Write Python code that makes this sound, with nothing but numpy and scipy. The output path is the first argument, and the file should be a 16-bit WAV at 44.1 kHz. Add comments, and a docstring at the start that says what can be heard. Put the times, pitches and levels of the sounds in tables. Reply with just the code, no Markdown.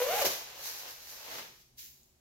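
"""A coil zipper on a nylon jacket is pulled down in one go, over the faint hum of a furnished room.
First its teeth snap through the slider: pulses drum on the jacket front, each with a scrape of noise.
From a quarter second, sleeves and panels hiss and crumple as the jacket is opened: noise with crackles,
plus single snaps and two soft flaps of air. Last, near 1.8 s, the collar swishes once."""
import sys
import numpy as np
from scipy import signal
from scipy.fft import rfft, irfft
from scipy.io import wavfile
from scipy.ndimage import uniform_filter1d

SR = 44100
rng = np.random.default_rng(int(sys.argv[2]) if len(sys.argv) > 2 else 0)


def transcribe(u):
    """Save the signal u as a 16-bit wav file named by the first command-line argument.

    u: samples, shape (n,) or (channels, n), limited to [-1, 1]; the rate is SR.
    q: integer samples, one column per channel.
    """
    v = np.clip(np.atleast_2d(u).T, -1, 1)
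    q = np.round(v * 32767).astype(np.int16)
    wavfile.write(sys.argv[1], SR, q)


def ratio_of_db(decibels):
    """Turn decibels (scalar or array-like) into linear amplitude factors; 0 dB maps to 1."""
    return 10 ** (np.asarray(decibels, float) / 20)


N = 97064
t = np.arange(N) / SR


def colour(x, table):
    """Causal minimum-phase filter through (Hz, dB) points, from the cepstrum of the gain."""
    points = np.array(table, float)
    hz = np.maximum(np.arange(1025) * SR / 2048, 1)
    log_gain = np.interp(np.log(hz), np.log(points[:, 0]), points[:, 1]) * np.log(10) / 20
    cepstrum = irfft(log_gain)
    cepstrum[1:1024] *= 2  # fold onto positive time
    cepstrum[1025:] = 0
    impulse = irfft(np.exp(rfft(cepstrum)))
    return signal.fftconvolve(x, impulse)[:len(x)]


def unit(x):
    """Scale to rms 1."""
    return x / np.sqrt(np.mean(x ** 2))


def curve(table, col=1):
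    """A table column interpolated over time."""
    points = np.array(table, float)
    return np.interp(t, points[:, 0], points[:, col])


def band(x, lo_hz, hi_hz):
    """Gentle band-pass."""
    edges_hz = np.clip([lo_hz, hi_hz], 20, .45 * SR)
    return signal.sosfilt(signal.butter(2, edges_hz, "band", fs=SR, output="sos"), x)


def walk(rate_hz):
    """Random levels held 1 / rate_hz and slewed twice; spread near 1."""
    hold = int(SR / rate_hz)
    steps = np.repeat(rng.standard_normal(N // hold + 1), hold)
    return 1.3 * uniform_filter1d(uniform_filter1d(steps, hold), hold)[:N]


def ports(left, right):
    """Two unrelated sounds blended so that the bass is mostly shared and the treble is not."""
    alike_hz, bass_apart = 750, .08
    apart = left - right
    high_pass = signal.butter(1, alike_hz, "high", fs=SR)
    side = signal.lfilter(*high_pass, apart) + bass_apart * apart
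    return np.array([left + right + side, left + right - side]) / 2 ** .5


def coloured_noise(table):
    """Steady stereo noise of a given colour."""
    return ports(*(colour(rng.standard_normal(N), table) for _ in range(2)))


def room_tone():
    """Faint hum of the room: steady coloured noise."""
    # spectrum of the hum: (frequency [Hz], level [dB])
    hum_colour = [(12, -60), (20, -18), (65, -4.5), (101, -27.5), (138, 0.5), (158, -27.5), (234, -12),
                  (285, -25.5), (367, -15.5), (422, -24.5), (825, -28), (1330, -34.5), (5230, -34),
                  (16000, -38.5)]
    rms_db = -69
    return ratio_of_db(rms_db) * unit(coloured_noise(hum_colour))


def rub(table, grit_db, flicker_db, per_s):
    """Fibres catching over a wide area: noise and uneven crackles, drawn apart for each port."""
    chance, spread, sign = rng.random((3, 2, N))
    height = np.minimum(-np.log(1 - spread), 3)
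    crackles = ratio_of_db(grit_db * height) * np.sign(sign - .5) * (chance < per_s / SR)
    grit = rng.standard_normal((2, N)) + 0.84 * unit(crackles)
    rubbed = unit(ports(*(colour(g, table) for g in grit)))
    return rubbed * ratio_of_db(flicker_db * walk(25.22))


def cloth():
    """Weave hiss and crumpling panels as the jacket falls open: two rubs of different colour."""
    # course of the cloth: (time [s], weave hiss level [dB], panel crumple level [dB])
    course = [(0.22, -12, -35), (0.24, -42.5, -33), (0.258, -30.5, -34), (0.292, -42, -42),
              (0.322, -39.5, -40), (0.386, -50.5, -50.5), (0.45, -58, -53), (0.58, -49.5, -51.5),
              (0.67, -41, -51), (0.798, -45.5, -53), (0.88, -50.5, -48.5), (0.948, -54, -62),
              (1.248, -49, -53), (1.326, -42, -46), (1.394, -44, -44.5), (1.502, -67.5, -66),
              (1.614, -61.5, -89), (1.656, -79, -98), (1.76, -78, -108)]
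    # spectrum of the weave hiss: (frequency [Hz], level [dB])
    weave = [(880, -46), (1500, -4.5), (1610, -6), (3350, -8.5), (4000, -1.5), (6370, -1), (8740, -15.5),
             (12600, -1), (16000, -8.5)]
    # spectrum of the crumpling panels: (frequency [Hz], level [dB])
    panels = [(120, -20.5), (220, -16), (320, -10.5), (500, -1), (900, -2), (1500, -7), (3000, -5.5),
              (6000, -13.5), (12000, -31)]
    fade_in_s, fade_out_s = .04, .02
    fade_in = np.clip((t - course[0][0]) / fade_in_s, 0, 1)
    fade_out = np.clip((course[-1][0] - t) / fade_out_s + 1, 0, 1)
    hiss = ratio_of_db(curve(course)) * rub(weave, grit_db=6.5, flicker_db=2.54, per_s=2500)
    crumple = ratio_of_db(curve(course, col=2)) * rub(panels, grit_db=5, flicker_db=1.1, per_s=670)
    return fade_in * fade_out * (hiss + crumple)


def collar_swish():
    """The collar brushes past once: a bright rub that swells and dies."""
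    # course of the swish: (time [s], level [dB])
    course = [(1.765, -73), (1.782, -47), (1.797, -43), (1.825, -47), (1.858, -48), (1.9, -56), (1.97, -67),
              (2.07, -72), (2.2, -92)]
    # spectrum of the swish: (frequency [Hz], level [dB])
    swish_colour = [(530, -61), (900, -21), (1280, -25), (1370, -17), (2120, -8.5), (6890, -1.5),
                    (8760, -15), (12300, -1.5), (16000, -1)]
    swish = ratio_of_db(curve(course)) * rub(swish_colour, grit_db=2.0, flicker_db=0.2, per_s=2000)
    return (t > course[0][0]) * swish


def flaps():
    """The fronts flap and push air: low noise that swells and dies away softly."""
    # flaps: (start [s], level at the height [dB], rise [s])
    pushes = [(.245, -51, 0.016), (1.27, -61, 0.067)]
    out = np.zeros(N)
    air = unit(band(rng.standard_normal(N), 60, 420))
    for start_s, level_db, rise_s in pushes:
        since = np.maximum(t - start_s, 0) / rise_s
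        out += ratio_of_db(level_db) * since * np.exp(1 - since) * air
    return out


def snaps():
    """Single snaps of creases and slider: a click and noise, decaying fast, in one band each."""
    # snaps: (time [s], peak [dB], centre [Hz], width [Hz])
    cracks = [(.247, -25, 550, 350), (.2532, -24, 13000, 5000), (.257, -26, 600, 350),
              (.266, -28, 14000, 3500), (.267, -26, 520, 350), (.657, -33, 2500, 4000),
              (.824, -36, 3000, 5000), (.9621, -42, 4000, 5000), (1.1242, -38, 3000, 5000),
              (1.386, -33, 1500, 2500), (1.7942, -42, 6000, 5000), (2.0327, -53, 6800, 2000)]
    decay_s = .0012
    out, age_s = np.zeros(N), np.arange(600) / SR
    noises = rng.standard_normal((len(cracks), len(age_s)))
    for (start_s, peak_db, hz, width_hz), noise in zip(cracks, noises):
        burst = (noise + 4 * (age_s == 0)) * np.exp(-age_s / decay_s)
        crack = band(burst, hz - width_hz / 2, hz + width_hz / 2)
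        first = int(start_s * SR)
        out[first:first + len(age_s)] += ratio_of_db(peak_db) * crack / np.abs(crack).max()
    return out


def tooth_pulses(phase):
    """One pulse per tooth, uneven in time and size, placed between samples."""
    jitter_teeth, scatter_db = .045, 3
    teeth = np.arange(1, int(phase[-1]))
    jitter, scatter = rng.standard_normal((2, len(teeth)))
    at = np.clip(np.interp(teeth + jitter_teeth * jitter, phase, np.arange(N)), 0, N - 2)
    size = ratio_of_db(scatter_db * scatter)
    pulses, i = np.zeros(N), at.astype(int)
    np.add.at(pulses, i, size * (1 - at + i))
    np.add.at(pulses, i + 1, size * (at - i))
    return pulses


def zipper():
    """Each tooth drums the jacket front with a pulse; the slider scrapes after each."""
    # course of the slider: (time [s], mean tooth rate [Hz], drumming level [dB], scrape level [dB])
    pull = [(0, 484.8, -30.5, -37.5), (.035, 498.5, -32.5, -35), (.05, 546.1, -37, -39),
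            (.09, 593.1, -33.5, -37.5), (.105, 659.2, -31, -37), (.13, 734.7, -29.5, -35.5),
            (.15, 831, -35, -34.5), (.185, 866.7, -34.5, -34), (.2, 777.6, -30.5, -31.5),
            (.212, 733, -37.5, -32), (.222, 597.7, -28, -28), (.24, 530, -39, -39.5), (.28, 420, -47, -46)]
    # response of the jacket front: (frequency [Hz], gain [dB])
    front = [(150, -34), (330, -17), (480, 7), (850, -4.5), (1600, -13), (2600, -16.5), (4000, -21.5),
             (12000, -71)]
    # spectrum of the scrape: (frequency [Hz], level [dB])
    scrape_colour = [(1060, -18), (1800, -7), (2300, -2), (3740, -7), (4170, -6.5), (5010, -9.5),
                     (6360, -3.5), (8440, -22.5), (13600, -2), (16000, -17.5)]
    wobble, scrape_decay_teeth = .025, 0.4
    stop_s, stop_fade_s = .262, 0.04
    spread_hz, spread_radius = 1300, .85

    phase = np.cumsum(curve(pull) * (1 + wobble * walk(60))) / SR  # in teeth
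    scrape = np.exp(-(phase % 1) / scrape_decay_teeth) * coloured_noise(scrape_colour)
    # all-pass: the tape delays the overtones of each tooth
    pole = [1, -2 * spread_radius * np.cos(2 * np.pi * spread_hz / SR), spread_radius ** 2]
    drum = signal.lfilter(pole[::-1], pole, colour(tooth_pulses(phase), front))
    drum = ratio_of_db(curve(pull, col=2)) * drum / drum[t < stop_s].std()
    moving = 1 / (1 + np.exp(np.clip((t - stop_s) / stop_fade_s * 4, -50, 50)))
    return moving * (drum + ratio_of_db(curve(pull, col=3)) * unit(scrape))


def room(x, count=6):
    """Direct sound plus diffuse noise tails whose decay depends on pitch; echo patterns take turns."""
    # reverberation: (frequency [Hz], time to fall 60 dB [s])
    decay = [(200, 0.27), (700, 0.39), (2500, 0.61), (6000, 0.73), (13000, 0.6)]
    tail_gain_db, first_echo_s = -5, .004
    pattern_s = .05  # the moving cloth meets the next echo pattern this often
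    age_s, points = np.arange(int(.6 * SR)) / SR, np.array(decay)
    tails = np.zeros((2, count, len(age_s)))
    for hz in 90 * 2. ** np.arange(8):
        t60_s = np.interp(np.log(hz), np.log(points[:, 0]), points[:, 1])
        octave = band(rng.standard_normal(tails.shape), hz / 2 ** .5, hz * 2 ** .5)
        # equal energy whatever the decay
        tails += octave * ratio_of_db(-60 * age_s / t60_s) / np.sqrt(t60_s * SR / (2 * np.log(1000)))
    tails = ports(*(tails * (age_s > first_echo_s))) * ratio_of_db(tail_gain_db)
    # crossfade from pattern to pattern, round and round
    away = (t / pattern_s - np.arange(count)[:, None] + count / 2) % count - count / 2
    share = np.cos(np.pi / 2 * np.clip(away, -1, 1))
    sent = (x.mean(axis=0) * share)[None]
    return x + signal.fftconvolve(sent, tails, axes=2)[:, :, :N].sum(axis=1)


def scene():
    """Jacket in the room, a shade louder on the left, over the room tone."""
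    left_db = 0.14
    jacket = room(zipper() + snaps() + flaps() + cloth() + collar_swish())
    return jacket * ratio_of_db(np.array([[left_db], [0]])) + room_tone()


def top_cut(x):
    """Nothing passes above the cut-off."""
    return signal.sosfilt(signal.butter(12, 17040, fs=SR, output="sos"), x)


def record(dry):
    """The phone cuts the top with a steep low-pass."""
    top_hz = 15800
    low_pass = signal.ellip(10, .2, 60, top_hz, fs=SR, output="sos")
    mix = signal.sosfilt(low_pass, dry)
    return top_cut(mix)


dry = scene()
out = record(dry)
transcribe(out)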